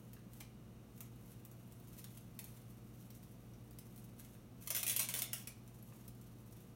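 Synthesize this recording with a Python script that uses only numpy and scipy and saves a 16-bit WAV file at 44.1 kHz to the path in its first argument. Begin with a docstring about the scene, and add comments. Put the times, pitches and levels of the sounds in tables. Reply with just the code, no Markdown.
"""Cloth rustles and a hook-and-loop strap ticks close to the microphone, over an appliance's steady hum:
a small fabric boot is being fitted on a dog's paw in a living room, now and then giving a hollow tap.
From about 4.7 s the strap peels open in jerks, each freeing rows of snapping hooks; then the fingering
goes on. Lap, chest and a near wall reflect the handling into one microphone, ahead of a short room tail."""
import sys
import numpy as np
from scipy import signal
from scipy.fft import rfft, irfft, next_fast_len
from scipy.io import wavfile
from scipy.ndimage import map_coordinates

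SR = 44100
rng = np.random.default_rng(int(sys.argv[2]) if len(sys.argv) > 2 else 0)


def digitize_waveform(pressure):
    """Quantize a signal to 16-bit integers and store it at the path in sys.argv[1].

    Rows of a 2-D input are taken as channels; values are limited to [-1, 1].
    """
    field = np.atleast_2d(pressure).T
    bounded = np.clip(field, -1, 1)
    quanta = np.round(bounded * 32767).astype(np.int16)
    wavfile.write(sys.argv[1], SR, quanta)


N = 297994

# The appliance's motor hum: mains_multiple, level_db
MOTOR_HUM = [(1, -69.5), (2, -59.5), (3, -70.5), (4, -73.5), (5, -77), (6, -75.5), (7, -81), (8, -84.5),
             (11, -84.5), (12, -85)]
# Tones of its rotating parts: pitch_hz, level_db
FAN_TONES = [(54.5, -82.5), (107.7, -72), (140.6, -78), (215.3, -66.5), (230.1, -76), (323, -78),
             (460.3, -89), (470.4, -78.5), (539, -84)]
# Thin whistles of the motor: pitch_hz, level_db
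MOTOR_WHISTLES = [(2040, -92.5), (2821, -90), (2939, -93), (3720, -93.5)]
# Outline of the upper mains harmonics: frequency_hz, level_db
BUZZ_SPECTRUM = [(780, -99), (1250, -92.5), (1750, -101), (2500, -100), (2900, -100.5), (3100, -103)]
# Low background rumble: frequency_hz, gain_db
RUMBLE_SPECTRUM = [(20, -42), (35, -9), (55, -0.5), (80, -11), (112, 2.5), (128, -3.5), (145, -1.5),
                   (195, 0.5), (210, -7), (255, -4.5), (330, -15.5), (500, -35)]
# Room hiss: frequency_hz, gain_db
HISS_SPECTRUM = [(180, -35), (300, -2.5), (385, -8), (520, -8), (700, -11), (900, -14), (1210, -15),
                 (1750, -23.5), (2800, -25), (4500, -29.5), (8000, -27), (16000, -37)]
# Resonances in the appliance's hiss: centre_hz, width_hz, gain_db
WHINE_MODES = [(2540, 200, -8), (3770, 200, -14), (5850, 260, -8)]

# How busy the fingers are, as a relative rustle level: time_s, level_db
FINGERING = [(0, -67), (.2, -79), (.87, -93), (.95, -66), (1.18, -72.5), (1.33, -61), (1.42, -76),
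             (1.85, -63.5), (2.3, -72.5), (2.6, -63.5), (2.8, -74.5), (3.3, -65.5), (3.45, -75.5),
             (3.98, -66), (4.5, -83), (5.64, -71.5), (5.77, -66.5), (6.4, -69), (6.6, -63.5), (6.76, -82)]
# Cloth, strap and fur sliding on each other, levels relative: middle_s, length_s, level_db
CLOTH_STROKES = [(0.355, 0.085, -59.5), (2.013, 0.061, -53.5), (2.144, .16, -64), (2.467, 0.1, -63),
                 (2.97, 0.067, -66), (4.27, 0.23, -64), (4.635, 0.075, -54), (4.895, 0.27, -51),
                 (5.381, 0.091, -47)]
# Colour of sliding cloth: frequency_hz, gain_db
CLOTH_SPECTRUM = [(500, -11), (1500, -4), (3000, -2.5), (4500, -5), (6500, 2), (9000, 2.5), (12000, 4),
                  (16000, 1.5)]
# Hooks, seams and claws catching, levels relative: start_s, level_db, body_gain_db
CLEAR_CATCHES = [(.133, -42, -4), (.3345, -44, -6), (.4037, -44.5, 9), (.4076, -43.5, 12.5),
                 (.9778, -44, -14), (1.0066, -33, -4), (1.451, -40.5, -19), (1.5146, -46.5, -14),
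                 (1.723, -45, -8), (1.9875, -44, -6), (2.0429, -38, 4), (2.174, -41, -1), (2.391, -30, -4),
                 (2.4425, -36.5, -7), (3.1039, -44.5, -2), (3.2296, -52.5, 7.5), (3.709, -47, -5),
                 (3.7872, -38, -2), (3.961, -45.5, -11), (3.978, -43, -11), (4.0423, -47, -13),
                 (5.6774, -46.5, -2), (5.827, -52, -9), (6.08, -39.5, -22), (6.214, -47.5, -11)]
# Colour of a light catch: frequency_hz, gain_db
CATCH_SPECTRUM = [(300, -29), (600, -8), (1500, -9.5), (2400, -5.5), (4200, -7), (8000, -0.5), (13000, 0),
                  (16000, 1)]
# Hollow taps of the boot, levels relative: start_s, level_db, pitch_hz
BOOT_TAPS = [(0.167, -50, 1750), (.407, -57, 2310), (1.006, -47.5, 1340), (2.392, -44, 2300),
             (3.106, -49, 5700), (3.537, -52, 5850), (3.787, -44.5, 5270), (4.352, -54, 1610),
             (5.826, -44.5, 11600), (5.924, -47.5, 1130)]
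# Modes of the boot: pitch_multiple, gain_db
BOOT_MODES = [(1, 6), (1.55, -3), (2.25, -1)]
# Jerks of the peeling strap, levels relative: start_s, level_db, body_gain_db, run_on_s
PEEL_JERKS = [(4.674, -26, -1.5, .003), (4.7041, -19.5, 1.5, 0.0081), (4.748, -19, -3.5, 0.0065),
              (4.7641, -21, -2, 0.026), (4.83, -22, 2, .004), (4.8663, -21, -3, 0.0045),
              (4.879, -19.5, -5.5, 0.0083), (4.8967, -18, -4.5, 0.023), (4.9634, -17.5, -7, 0.0041),
              (4.9934, -17.5, -0.5, 0.028), (5.088, -25, 1, 0.017), (5.1393, -22.5, 2.5, 0.04),
              (5.1905, -24.5, -8, 0.0048), (5.2197, -20.5, 1, 0.0028), (5.3315, -22, -1.5, 0.0029),
              (5.473, -31.5, 2, 0.0024)]
# Colour of a snapping hook: frequency_hz, gain_db
HOOK_SPECTRUM = [(240, -41), (400, -13), (645, -8), (814, -12), (1180, -8.5), (1760, -9.5), (2300, -3),
                 (3500, -7.5), (4400, -6.5), (6000, -0.5), (9300, 0), (12000, 1), (16000, -1)]
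# Resonances of the taut strap: centre_hz, width_hz, gain_db
STRAP_MODES = [(680, 52, 0), (2900, 110, 1), (3400, 360, 7.5), (9640, 1400, 7)]

# Reflections off lap, chest and near wall: delay_s, gain_db
NEAR_ECHOES = [(.0019, -8), (.0031, -14), (.0051, -7.5), (.0066, -12), (.0093, -14)]
# Decay of the living room: frequency_hz, t60_s
ROOM_DECAY = [(300, 0.58), (1300, 0.35), (3500, 0.4), (9000, 0.25), (15000, 0.14)]
# Notches of the microphone port: centre_hz, width_hz, strength_db
PORT_NOTCHES = [(4910, 300, -6.5), (7600, 2340, -7.5), (10520, 370, -5.5)]


def amp(db):
    """Decibels to gain."""
    return 10 ** (np.asarray(db) / 20)


def unit(x):
    """Scale to rms 1."""
    return x / np.sqrt(np.mean(x ** 2) + 1e-20)


def along(points, hz):
    """Interpolate (frequency_hz, value) points on a log frequency axis."""
    point_hz, values = np.transpose(points)
    return np.interp(np.log(hz + 1), np.log(point_hz + 1), values)


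def wobble(knots_per_s):
    """A smooth random curve."""
    knots = rng.standard_normal(int(N * knots_per_s / SR) + 4)
    return map_coordinates(knots, [np.arange(N) * knots_per_s / SR])


def filtered(x, response):
    """Apply a complex frequency response to x."""
    size = next_fast_len(N + SR // 2)
    return irfft(rfft(x, size) * response(np.fft.rfftfreq(size, 1 / SR)), size)[:N]


def coloured(x, spectrum, size=2048):
    """x through a minimum-phase filter of energy 1 with the given spectrum."""
    cepstrum = irfft(np.log(amp(along(spectrum, np.fft.rfftfreq(size, 1 / SR)))))
    cepstrum[1:size // 2] *= 2
    cepstrum[size // 2 + 1:] = 0
    pulse = irfft(np.exp(rfft(cepstrum)))
    return signal.fftconvolve(x, pulse / np.linalg.norm(pulse))[:N]


def resonances(modes, hz):
    """Summed response of band-pass modes."""
    return sum(amp(db) * 1j * hz * width / (centre ** 2 - hz ** 2 + 1j * hz * width)
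               for centre, width, db in modes)


def add(track, start_s, sound):
    """Mix a sound into the track."""
    part = track[round(start_s * SR):][:len(sound)]
    part += sound[:len(part)]


def appliance(mains_hz=60.02):
    """In the background, a motor's mains hum and fan tones over a low rumble and a thin, whining hiss."""
    t = np.arange(N) / SR
    tones = [(round(multiple) * mains_hz, db) for multiple, db in MOTOR_HUM]
    tones += list(FAN_TONES) + list(MOTOR_WHISTLES)
    tones += [(hz, along(BUZZ_SPECTRUM, hz)) for hz in np.arange(13, 52) * mains_hz]
    # The microphone drifts through standing waves.
    sway = 1 + 0.066 * np.array([wobble(4.3), wobble(2.83), wobble(2.2)])
    hum = sum(amp(db) * sway[k % len(sway)] * np.sqrt(2) * np.sin(2 * np.pi * (hz * t + rng.random()))
              for k, (hz, db) in enumerate(tones))
    rumble = unit(filtered(rng.standard_normal(N), lambda hz: amp(along(RUMBLE_SPECTRUM, hz))))
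    hiss = unit(filtered(rng.standard_normal(N), lambda hz: amp(along(HISS_SPECTRUM, hz))))
    whine = unit(filtered(rng.standard_normal(N), lambda hz: resonances(WHINE_MODES, hz)))
    return hum + amp(-60.5) * rumble + amp(-69) * hiss + amp(-87.5) * whine


def fingering_db(time_s):
    """Relative level of the fingering at a given time."""
    return np.interp(time_s, *np.transpose(FINGERING))


def cloth_rustle(grains_per_s=350):
    """Strokes swell and fade over the fingering: an uneven hiss with sparse grains of catching threads."""
    t = np.arange(N) / SR
    strokes = sum(amp(db) * np.exp(-np.abs(2 * (t - middle_s) / length_s) ** 3)
                  for middle_s, length_s, db in CLOTH_STROKES)
    speed = amp(fingering_db(t)) + strokes
    grains = (rng.random(N) < grains_per_s / SR) * rng.standard_normal(N)
    slide = unit(coloured(unit(grains) + 0.97 * rng.standard_normal(N), CLOTH_SPECTRUM))
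    flutter = amp(-7.5 + 4.1 * wobble(55))
    return flutter * speed * slide


def snap_burst(length_s, snaps_per_s, fuzz, lead_db):
    """A first snap, then a dying row of further ones over a little fibre noise; energy 1."""
    t = np.arange(SR // 25) / SR
    released = rng.random(len(t)) < snaps_per_s / SR
    sizes = rng.choice([-1, 1], len(t)) * rng.uniform(0.7, 1, len(t))  # like hooks let go at like loads
    burst = (released * sizes + fuzz * rng.standard_normal(len(t))) * np.exp(-(t / length_s) ** 2)
    burst[0] = amp(lead_db)
    return burst / np.linalg.norm(burst)


def snaps_on_cloth(events, spectrum, body_hz, **burst_shape):
    """A burst for each event; its body below body_hz, moved by the backing cloth, has its own gain."""
    crisp, body = np.zeros(N), np.zeros(N)
    for start_s, db, body_gain_db in events:
        burst = amp(db) * snap_burst(**burst_shape)
        add(crisp, start_s, burst)
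        add(body, start_s, burst * (amp(body_gain_db) - 1))
    body = filtered(body, lambda hz: 1 / (1 + 1j * hz / body_hz))
    return coloured(crisp + body, spectrum)


def faint_snags(count=120, snags_per_s=17, lift_db=13, spread_db=1, body_gain_db=-6):
    """Snags come at uneven intervals, stronger when the fingers are busy."""
    starts_s = (np.arange(count) + rng.random(count)) / snags_per_s
    levels_db = fingering_db(starts_s) + lift_db + spread_db * rng.standard_normal(count)
    return [(start_s, db, body_gain_db) for start_s, db in zip(starts_s, levels_db)]


def catch_ticks():
    """One hook or thread lets go sharply and tugs a few neighbours with it."""
    catches = list(CLEAR_CATCHES) + faint_snags()
    return amp(11.5) * snaps_on_cloth(catches, CATCH_SPECTRUM, body_hz=4600,
                                      length_s=0.0033, snaps_per_s=1200, fuzz=0.061, lead_db=-2.5)


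def boot_taps(t60_s=0.0089):
    """Taps ring for a few milliseconds, at a pitch set by where the boot is held."""
    taps, t = np.zeros(N), np.arange(SR // 20) / SR
    for start_s, db, pitch_hz in BOOT_TAPS:
        ring = sum(amp(mode_db) * np.sin(2 * np.pi * pitch_hz * multiple * t)
                   for multiple, mode_db in BOOT_MODES if pitch_hz * multiple < SR / 2)
        ring *= amp(-60 * t / t60_s)
        add(taps, start_s, amp(db + 7.5) * ring / np.linalg.norm(ring))
    return taps


def hook_rows(followers=6, gap_s=0.009, gap_scatter=0.15, drop_db=5):
    """A jerk frees one row of hooks; further rows follow, ever weaker, until the pull is spent."""
    rows = []
    for start_s, db, body_gain_db, run_on_s in PEEL_JERKS:
        rows.append((start_s, db, body_gain_db))
        gaps_s = gap_s * np.exp(gap_scatter * rng.standard_normal(followers))
        for delay_s in np.cumsum(gaps_s):
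            spent_db = 20 * np.log10(np.e) * (delay_s / run_on_s) ** 2 / 2  # a Gaussian fade
            rows.append((start_s + delay_s, db - drop_db - spent_db, body_gain_db))
    return rows


def strap_peel(midway_ring_db=-10, ring_growth_db=7):
    """Rows of snapping hooks ring the taut strap, more strongly as its free part grows."""
    hooks = snaps_on_cloth(hook_rows(), HOOK_SPECTRUM, body_hz=3480,
                           length_s=0.0042, snaps_per_s=4500, fuzz=0.12, lead_db=-8)
    freed = np.interp(np.arange(N) / SR, [PEEL_JERKS[0][0], PEEL_JERKS[-1][0]], [0, 1])
    drive = hooks * amp(midway_ring_db + ring_growth_db * (freed - 0.5))
    ring = filtered(drive, lambda hz: resonances(STRAP_MODES, hz))
    return amp(10) * (hooks + ring)


def living_room(direct, send, blocks=140, build_s=0.00084):
    """Near echoes, then a short diffuse room tail, drawn afresh for each block so it stays smooth."""
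    near = filtered(direct, lambda hz: 1 + sum(amp(db) * np.exp(-2j * np.pi * hz * delay_s)
                                               for delay_s, db in NEAR_ECHOES))
    hz, t, noise = signal.stft(rng.standard_normal((blocks, SR // 3)), SR, nperseg=256)
    decay = amp(-60 * t / along(ROOM_DECAY, hz)[:, None])
    build = 1 - np.exp(-t / build_s)
    _, tails = signal.istft(noise * decay * build, SR, nperseg=256)
    wet, step = np.zeros(N), N // blocks + 1
    for k, tail in enumerate(tails):
        block = send[k * step:][:step]
        add(wet, k * step / SR, signal.fftconvolve(block, tail / np.linalg.norm(tail)))
    return near + wet


def scene():
    """The boot close by in the living room, the appliance behind it."""
    strap = strap_peel()
    handling = catch_ticks() + boot_taps() + cloth_rustle()
    send = amp(-0.3) * strap + amp(-1.5) * handling  # the hands shield the small sounds
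    return (living_room(strap + handling, send) + appliance())[None]


def record(dry, top_hz=15900):
    """One microphone: its port notches the treble, and nothing is kept above top_hz."""
    return filtered(dry[0], lambda hz: (1 - resonances(PORT_NOTCHES, hz)) * (hz < top_hz))[None]


dry = scene()
out = record(dry)
digitize_waveform(out)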